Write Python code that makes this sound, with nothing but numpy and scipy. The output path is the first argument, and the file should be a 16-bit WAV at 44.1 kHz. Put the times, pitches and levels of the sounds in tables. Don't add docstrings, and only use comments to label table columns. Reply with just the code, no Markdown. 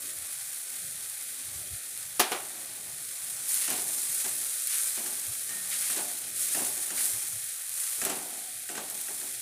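import sys
import numpy as np
from scipy import signal
from scipy.fft import rfft, irfft
from scipy.io import wavfile

SR = 44100
rng = np.random.default_rng(int(sys.argv[2]) if len(sys.argv) > 2 else 0)


def generate_wav(sig):
    pcm = np.round(np.clip(np.atleast_2d(sig).T, -1, 1) * 32767).astype(np.int16)
    wavfile.write(sys.argv[1], SR, pcm)


N = 414981
TIME = np.arange(N) / SR
RING_TIME = TIME[:SR // 2]


def from_db(db):
    return 10 ** (np.asarray(db) / 20)


def rms_one(x):
    return x / np.sqrt(np.mean(x ** 2) + 1e-20)


def unit_energy(x):
    return x / np.sqrt(np.sum(x ** 2))


def bandpass(x, low_hz, high_hz, order=2):
    sos = signal.butter(order, [low_hz, high_hz], "band", fs=SR, output="sos")
    return signal.sosfilt(sos, x)


def smooth(x, keep):
    return signal.lfilter([1 - keep], [1, -keep], x)


def add_at(out, start_s, sound):
    start = round(start_s * SR)
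    sound = sound[:N - start]
    out[start:][:len(sound)] += sound


def level_curve_db(rows):
    s, db = np.transpose(rows)
    return np.interp(TIME, s, db)


def at_hz(points, hz):
    f, value = np.transpose(points)
    return np.interp(np.log(np.maximum(hz, 1)), np.log(f), value)


def colour(x, spectrum, size=4096):
    gain = from_db(at_hz(spectrum, np.fft.rfftfreq(size, 1 / SR)))
    cepstrum = irfft(np.log(gain))
    cepstrum[1:size // 2] *= 2
    cepstrum[size // 2 + 1:] = 0
    response = unit_energy(irfft(np.exp(rfft(cepstrum))))
    return signal.oaconvolve(x, response)[:len(x)]


def drift(knots_per_s):
    knots = rng.standard_normal(4096)
    return rms_one(np.interp(TIME * knots_per_s, np.arange(len(knots)), knots))


def clicks(per_s, spread_db):
    sizes = from_db(spread_db * np.minimum(rng.exponential(1, N), 6))
    signs = rng.choice([-1, 1], N)
    return rms_one(sizes * signs * (rng.random(N) < per_s / SR))


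def swell(start_s, rise_s, steep):
    age = np.maximum(TIME - start_s, 0) / rise_s
    return (age * np.exp(1 - age)) ** steep


def stroke(start_s, attack_s, length_s, release_s):
    age = TIME - start_s
    return np.clip(age / attack_s, 0, 1) * np.exp(-np.maximum(age - length_s, 0) / release_s)


def in_kitchen(x, wet_db, fade_s):
    power = smooth(x ** 2 + 1e-18, np.exp(-1 / (fade_s * SR)))
    wash = np.sqrt(power) * rng.standard_normal(N)
    return (x + from_db(wet_db) * wash) / np.sqrt(1 + from_db(wet_db) ** 2)


# f/Hz, t60/s
ROOM_DECAY = [(150, 0.2), (700, 0.42), (2000, 0.41), (5000, 0.31), (12000, 0.084)]


def dying_noise(stretch, count=12):
    out = 0
    edges = np.geomspace(60, 18000, count + 1)
    for low, high in zip(edges, edges[1:]):
        t60_s = stretch * at_hz(ROOM_DECAY, np.sqrt(low * high))
        band = bandpass(rng.standard_normal(len(RING_TIME)), low, high)
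        out = out + band * from_db(-60 * RING_TIME / t60_s)
    return unit_energy(out)


def mode_ring(modes, stretch, spread_db=0):
    favour_db = spread_db * rng.standard_normal(len(modes))
    ring = 0
    for (hz, db, t60_s), extra_db in zip(modes, favour_db):
        fade = from_db(db + extra_db - 60 * RING_TIME / (stretch * t60_s))
        ring = ring + fade * np.cos(2 * np.pi * hz * RING_TIME)
    return unit_energy(ring)


def blow_response(spectrum, modes, modes_db, crack_db, crack_s):
    crack = unit_energy(rng.standard_normal(len(RING_TIME)) * np.exp(-RING_TIME / crack_s))
    dense = colour(dying_noise(stretch=0.95) + from_db(crack_db) * crack, spectrum)
    return unit_energy(dense + from_db(modes_db) * mode_ring(modes, stretch=0.75, spread_db=5.0))


def strike(rows, spectrum, modes, modes_db, crack_db, crack_s):
    out = np.zeros(N)
    for s, db, cut_hz in rows:
        response = blow_response(spectrum, modes, modes_db, crack_db, crack_s)
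        add_at(out, s, from_db(db) * smooth(response, np.exp(-2 * np.pi * cut_hz / SR)))
    return out


def tocks(hits, modes, detune):
    out, t = np.zeros(N), TIME[:SR // 5]
    for s, hit_db in hits:
        chance = rng.standard_normal((len(modes), 3))
        ring = 0
        for (hz, db, t60_s), (extra_db, sign, pitch) in zip(modes, chance):
            fade = from_db(hit_db + db + extra_db - 60 * t / t60_s)
            ring = ring + fade * np.sign(sign) * np.sin(2 * np.pi * hz * (1 + detune * pitch) * t)
        add_at(out, s, ring)
    return out


# f/Hz, level/dB, t60/s before stretch
PAN_RING = [(254, -2, .35), (312, -3, .28), (368, -3, .22), (391, -3, .22), (607, -5, .25), (671, -7, .25),
            (723, -1, .28), (787, -7, .18), (850, -4, .2), (1153, -2, .17), (1327, -4, .17),
            (1475, -4, .22), (1551, -3, .22), (1843, -4, .22), (2494, -4, .18), (2775, -4, .17),
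            (3131, -3, .2), (3270, -4, .19)]


def through_pan(x, ring_db):
    ring = signal.oaconvolve(x, mode_ring(PAN_RING, stretch=1))[:N]
    return (x + from_db(ring_db) * ring) / np.sqrt(1 + from_db(ring_db) ** 2)


# f/Hz, level/dB per Hz
BURNER_SPECTRUM = [(25, -30), (42, -42), (65, -5.5), (110, 2), (170, -1), (300, -35), (600, -8.5),
                   (1000, -35), (3000, -22.5)]


def burner(db, waver_db=5.0):
    return from_db(db + waver_db * drift(8.3)) * colour(rng.standard_normal(N), BURNER_SPECTRUM)


# t/s, level/dB, half-length/s (to 1/e)
BUMP_TIMES = [(0.2, -56.5, .045), (1.554, -53, 0.091), (1.735, -44, 0.023), (5.297, -53, 0.027),
              (7.154, -51, 0.032)]


def bumps(low_hz=58, high_hz=130):
    once = bandpass(rng.standard_normal(N), low_hz, high_hz)
    thud = rms_one(bandpass(once, low_hz, high_hz))
    return thud * sum(from_db(db) * np.exp(-((TIME - s) / length_s) ** 2) for s, db, length_s in BUMP_TIMES)


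# t/s, level/dB before gain, contact softness as cut-off f/Hz
UTENSIL_BLOWS = [(2.1955, -13.5, 12000), (2.2, -15, 7000), (2.2125, -21.5, 6000), (2.3125, -26, 900),
                 (2.3178, -17.5, 2600), (2.328, -23, 2000), (2.347, -28, 1400), (2.361, -28, 1800)]
# f/Hz, level/dB per Hz
CLATTER_SPECTRUM = [(60, -43), (160, -17), (220, -6), (280, -2), (390, 5), (540, -0.5), (750, 6.5),
                    (970, -0.5), (1130, 2.5), (1400, -0.5), (2000, -1), (3200, 0), (5000, -2), (7000, -2.5),
                    (10000, 2.5), (16000, -0.5)]
# f/Hz, level/dB, t60/s before stretch
UTENSIL_RING = [(232, -4, .18), (366, -1, .22), (417, -2, .2), (727, 1, .3), (786, -3, .22), (851, -2, .28),
                (1480, -3, .18), (1550, -4, .24), (1766, -5, .3), (1877, -4, .25), (2105, -5, .25),
                (2422, -3, .22), (3268, -6, .3)]


def knock(gain_db=25.0, linger_db=-31, linger_stretch=3.5):
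    blows = from_db(gain_db) * strike(UTENSIL_BLOWS, CLATTER_SPECTRUM, UTENSIL_RING,
                                      modes_db=-11.5, crack_db=4.0, crack_s=0.012)
    wash = signal.oaconvolve(blows, dying_noise(stretch=linger_stretch))[:N]
    return blows + from_db(linger_db) * wash


def singing(start_s=8.3, rise_s=0.074, db=-57, hz=735, width_hz=70):
    hum = rms_one(bandpass(rng.standard_normal(N), hz - width_hz / 2, hz + width_hz / 2))
    return from_db(db) * swell(start_s, rise_s, steep=.5) * hum


# f/Hz, level/dB, rise/s
SQUEAK_TONES = [(1841, -44.5, .04), (192, -59, .09), (3950, -53, .025)]


def squeak(start_s=5.484):
    wobble_rad = .25 * drift(50)
    out = 0
    for hz, db, rise_s in SQUEAK_TONES:
        tone = np.sin(2 * np.pi * hz * TIME + wobble_rad)
        out = out + from_db(db) * swell(start_s, rise_s, steep=.45) * tone
    return out


# start t/s, attack/s, length/s, level/dB
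SCRAPE_STROKES = [(3.47, 0.055, 0.15, -47), (3.609, .02, 0.18, -43.5), (4.238, .005, .02, -47),
                  (4.64, .09, 0.14, -41.5), (4.957, .005, .025, -45), (5.705, .012, 0.038, -39),
                  (5.77, .07, .16, -43.5), (5.96, .005, .03, -47), (6.352, 0.065, 0.29, -48.5),
                  (6.968, .015, 0.026, -39), (7.763, 0.11, 0.17, -48.5), (8.031, .008, 0.016, -41),
                  (8.098, .005, 0.034, -45.5), (8.764, .008, 0.017, -44.5)]
# f/Hz, level/dB per Hz
GRIT_SPECTRUM = [(300, -59), (1000, -1), (1400, 4), (2100, 11), (3000, 8), (4300, 9), (7000, 2),
                 (14000, -35)]


def scraping(release_s=0.035):
    pressure = sum(from_db(db) * stroke(s, attack_s, length_s, release_s)
                   for s, attack_s, length_s, db in SCRAPE_STROKES)
    grit = in_kitchen(clicks(per_s=2500, spread_db=1.0), wet_db=-6.0, fade_s=0.016)
    return pressure * colour(grit, GRIT_SPECTRUM)


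# t/s, level/dB before gain
DROP_TIMES = [(3.702, -35), (3.785, -33), (3.888, -41), (4.262, -35.5), (4.975, -39), (5.989, -32.5),
              (6.574, -32), (6.62, -31), (7.982, -43), (8.102, -28.5), (8.168, -32.5), (8.3, -43),
              (8.778, -28), (8.811, -41)]
# f/Hz, level/dB per Hz
RUMBLE_SPECTRUM = [(60, -33), (120, -11.5), (190, -1.5), (260, -2), (400, -1.5), (520, -2), (770, -0.5),
                   (1000, -5), (1600, -13.5), (3000, -12.5), (8000, -22.5)]


def pan_drops(gain_db=21.0, cut_hz=2800):
    rows = [(s, db, cut_hz) for s, db in DROP_TIMES]
    return from_db(gain_db) * strike(rows, RUMBLE_SPECTRUM, PAN_RING,
                                     modes_db=-0.5, crack_db=-3.0, crack_s=0.0069)


# t/s, tap level/dB before gain, tock level/dB,
# thud and rattle level/dB
PAN_CONTACTS = [(3.679, -30, -37, -40.5), (3.706, -29, -50, -43), (4.243, -30.5, -51, -48.5),
                (4.969, -36, -53, -46), (5.06, -33, -44, -50.5), (5.492, -32.5, -58, -56),
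                (5.9, -35, -38, -46.5), (5.962, -30, -54, -42), (6.547, -31, -35, -41),
                (6.594, -36, -42, -44), (6.786, -49, -59, -60), (6.905, -32, -40, -48),
                (7.323, -49, -55, -79), (8.016, -28.5, -34, -39), (8.052, -28, -48, -37.5),
                (8.098, -28, -48, -44), (8.69, -33, -40, -44.5), (8.753, -36, -39, -48),
                (8.776, -33, -40, -47), (8.905, -43, -51, -51), (9.083, -41, -41, -48.5),
                (9.211, -44, -46, -52)]
# f/Hz, level/dB, t60/s
BLADE_RING = [(1380, -4, 0.054), (1607, -1, .055), (1854, -1.5, 0.055), (2660, -4, .04)]
# f/Hz, level/dB, t60/s
STAND_RING = [(250, -7, 0.12), (307, -9.5, 0.11), (380, -6, .14), (611, -9, .12)]


def landings(thud_delay_s=0.00586):
    blade = tocks([(s, db) for s, _, db, _ in PAN_CONTACTS], BLADE_RING, detune=.029)
    thuds = [(s + thud_delay_s, db) for s, _, _, db in PAN_CONTACTS]
    return blade + tocks(thuds, STAND_RING, detune=0.014)


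def rattle(start_s, rattle_rise_s=0.019, rocking_rise_s=0.11, rocking_db=-13):
    rocking = from_db(rocking_db) * swell(start_s, rocking_rise_s, steep=1.0)
    return swell(start_s, rattle_rise_s, steep=0.51) ** 2 + rocking ** 2


# t/s, level/dB
SIMMER_LEVEL = [(0, -53.5), (.13, -57), (.36, -67.5), (.75, -63), (1.15, -63.5), (1.6, -59.5), (2.1, -67),
                (2.45, -52.5), (3.1, -61.5), (4.05, -59.5), (4.6, -69), (5.2, -62.5), (7.15, -57),
                (7.4, -71), (7.95, -74), (8.2, -69), (9.41, -71)]
# f/Hz, level/dB per Hz
WOOD_SPECTRUM = [(80, -25), (200, -1), (400, -14), (750, -14), (1100, -4), (1750, 3), (2200, -4),
                 (2800, 3.5), (4000, -6.5), (8000, 12.5), (15000, -46)]


def stirring(tap_gain_db=25.5, tap_cut_hz=6600, rebound_cut_hz=1300):
    pushed = np.sqrt(sum(from_db(db) ** 2 * rattle(s) for s, _, _, db in PAN_CONTACTS))
    simmer = from_db(level_curve_db(SIMMER_LEVEL))
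    slips = in_kitchen(clicks(per_s=450, spread_db=1.25), wet_db=1.5, fade_s=0.016)
    motion = from_db(-3.0) * np.hypot(pushed, simmer) * slips
    rumble = colour(through_pan(motion, ring_db=-13.0), RUMBLE_SPECTRUM)
    taps = [(s, db, tap_cut_hz) for s, db, _, _ in PAN_CONTACTS]
    rebounds = [(s + .02 * rng.uniform(0.44, 1.3), db - 1, rebound_cut_hz) for s, db, _, _ in PAN_CONTACTS]
    blows = strike(taps + rebounds, WOOD_SPECTRUM, PAN_RING, modes_db=-19.5, crack_db=1.0, crack_s=0.0063)
    return rumble + from_db(tap_gain_db) * blows


# t/s, level/dB, fade/s
SPIT_TIMES = [(1.099, -18, .003), (1.976, -17.5, .004), (3.4855, -15, .012), (3.5435, -10, .008),
              (3.7035, -10, .007), (4.6728, -9.5, .004), (7.012, -19, .005), (7.056, -11.5, 0.018),
              (7.694, -15.5, .004), (8.016, -18, .0065), (8.051, -7.5, 0.011), (8.097, -16, .007),
              (8.9, -16, 0.019), (9.014, -16, 0.005)]
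# f/Hz, level/dB per Hz
SNAP_SPECTRUM = [(1000, -20), (3000, -10.5), (7000, -1.5), (10000, 8.5), (15000, -0.5)]


def spits(fizz_db=-18.5):
    out = np.zeros(N)
    for s, db, fade_s in SPIT_TIMES:
        spit = from_db(fizz_db) * rng.standard_normal(SR // 10) * np.exp(-TIME[:SR // 10] / fade_s)
        spit[0] += 2
        add_at(out, s, from_db(db) * spit)
    return colour(out, SNAP_SPECTRUM)


# t/s, level/dB
FRYING_LEVEL = [(0, -39.5), (.8, -39), (2.8, -41.5), (3.4, -37.5), (4.05, -33.5), (5.0, -35), (6.2, -38.5),
                (7.4, -38.5), (8.85, -41)]
# start t/s, length/s, added sizzle level/dB
PASTE_STROKES = [(3.443, 0.13, -30.5), (3.87, 0.047, -36), (4.09, 0.061, -36.5), (4.66, 0.12, -32),
                 (5.664, 0.28, -33), (6.327, 0.28, -32), (6.75, .1, -38), (6.92, 0.125, -30.5),
                 (7.163, 0.06, -40.5), (7.7, 0.31, -35.5), (8.89, 0.42, -40)]


def sizzle_level_db(attack_s=0.075, release_s=0.21, flutter_db=0.55, flutter_per_s=55):
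    steady = from_db(level_curve_db(FRYING_LEVEL)) ** 2
    fresh = sum((from_db(db) * stroke(s, attack_s, length_s, release_s)) ** 2
                for s, length_s, db in PASTE_STROKES)
    flutter = from_db(flutter_db * drift(flutter_per_s)) ** 2
    return 10 * np.log10(steady + fresh * flutter)


# f/Hz, level/dB per Hz
CRACK_SPECTRUM = [(500, -23), (1000, -14), (1900, -7), (2800, -5.5), (4300, -1.5), (9500, -4), (15000, -11)]


def crackles(db=-16.0):
    cracks = in_kitchen(clicks(per_s=80, spread_db=1.5), wet_db=2.0, fade_s=0.0095)
    return from_db(sizzle_level_db() + db) * colour(cracks, CRACK_SPECTRUM)


def flurries(per_s, spread_db, fade_s, share):
    breaks = np.abs(clicks(per_s, spread_db)) + 1e-18
    surge = signal.lfilter([1], [1, -np.exp(-1 / (fade_s * SR))], breaks)
    return 1 - share + share * surge / np.mean(surge)


def bursts(per_s, spread_db, snap_db, low_hz, high_hz, count=7):
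    out = from_db(snap_db) * clicks(per_s, spread_db)
    edges = np.geomspace(low_hz, high_hz, count + 1)
    for low, high in zip(edges, edges[1:]):
        out += bandpass(clicks(per_s, spread_db), low, high, order=1)
    return rms_one(out)


# f/Hz, level/dB per Hz
SIZZLE_SPECTRUM = [(1000, -30.5), (2500, -31), (4200, -21), (5500, -13), (7000, -7), (8200, -3.5),
                   (9200, 1), (10300, -2.5), (11500, -7), (13000, -12), (15500, -17.5)]
# f/Hz, level/dB per Hz
SPUTTER_SPECTRUM = [(150, -22), (320, -42.5), (530, 0), (680, -18.5), (780, -4.5), (900, -11), (1350, -1.5),
                    (2000, 2), (2400, 2), (2800, -3.5), (3500, 1.5), (4300, 3), (5200, -3), (9000, -9.5)]


def frying():
    sizzle_db = sizzle_level_db()
    swell_db = sizzle_db - np.mean(sizzle_db)
    activity = flurries(per_s=380, spread_db=3.0, fade_s=.004, share=.55)
    crowd = from_db(0.99 * swell_db)
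    fine = bursts(6500 * activity * crowd, spread_db=2.5, snap_db=-11.0, low_hz=3760, high_hz=19100)
    fine = in_kitchen(fine / np.sqrt(crowd), wet_db=-3.5, fade_s=0.03)
    pops = in_kitchen(clicks(per_s=510, spread_db=2.5), wet_db=6.0, fade_s=0.0011)
    fine = colour(fine + from_db(-6.0) * pops, SIZZLE_SPECTRUM)
    snaps = in_kitchen(clicks(per_s=2200, spread_db=3.2), wet_db=-7.0, fade_s=.004)
    snaps = colour(snaps, SNAP_SPECTRUM)
    coarse = bursts(3800 * activity, spread_db=2.5, snap_db=-1.0, low_hz=480, high_hz=6570)
    coarse = in_kitchen(coarse, wet_db=-3.5, fade_s=0.015)
    coarse = colour(through_pan(coarse, ring_db=-18.0), SPUTTER_SPECTRUM)
    bright = from_db(sizzle_db) * (from_db(-1.5) * fine + from_db(-3.0) * snaps)
    return bright + from_db(-49.0 + 0.48 * swell_db) * coarse


# t/s, centre f/Hz, half-length/s (to 1/e)
HOLLOW_TIMES = [(.08, 850, 0.09), (.41, 310, 0.071), (0.848, 960, 0.064), (1.13, 310, 0.075),
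                (1.284, 960, 0.051), (1.737, 940, 0.13), (1.915, 1050, 0.027), (3.082, 850, 0.058),
                (3.177, 330, .03), (4.65, 925, 0.063), (5.427, 920, 0.073), (6.388, 920, 0.12),
                (7.478, 940, 0.077), (7.7, 380, .06), (8.61, 980, 0.12), (9.363, 1060, 0.07)]


def hollowed(x, width_hz=330, depth=0.8):
    out = x.copy()
    for s, hz, length_s in HOLLOW_TIMES:
        sos = signal.butter(2, [hz - width_hz / 2, hz + width_hz / 2], "band", fs=SR, output="sos")
        gate = np.exp(-((TIME - s) / length_s) ** 4)
        out -= depth * gate * signal.sosfiltfilt(sos, x)
    return out


def scene():
    spatula = stirring() + landings() + pan_drops() + scraping() + squeak() + singing()
    fry = frying() + crackles() + spits()
    mono = hollowed(fry + spatula + knock() + bumps() + burner(db=-65.5))
    return np.array([mono, mono])


def record(dry, cutoff_hz=15500):
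    return signal.sosfilt(signal.ellip(12, .1, 80, cutoff_hz, fs=SR, output="sos"), dry)


dry = scene()
out = record(dry)
generate_wav(out)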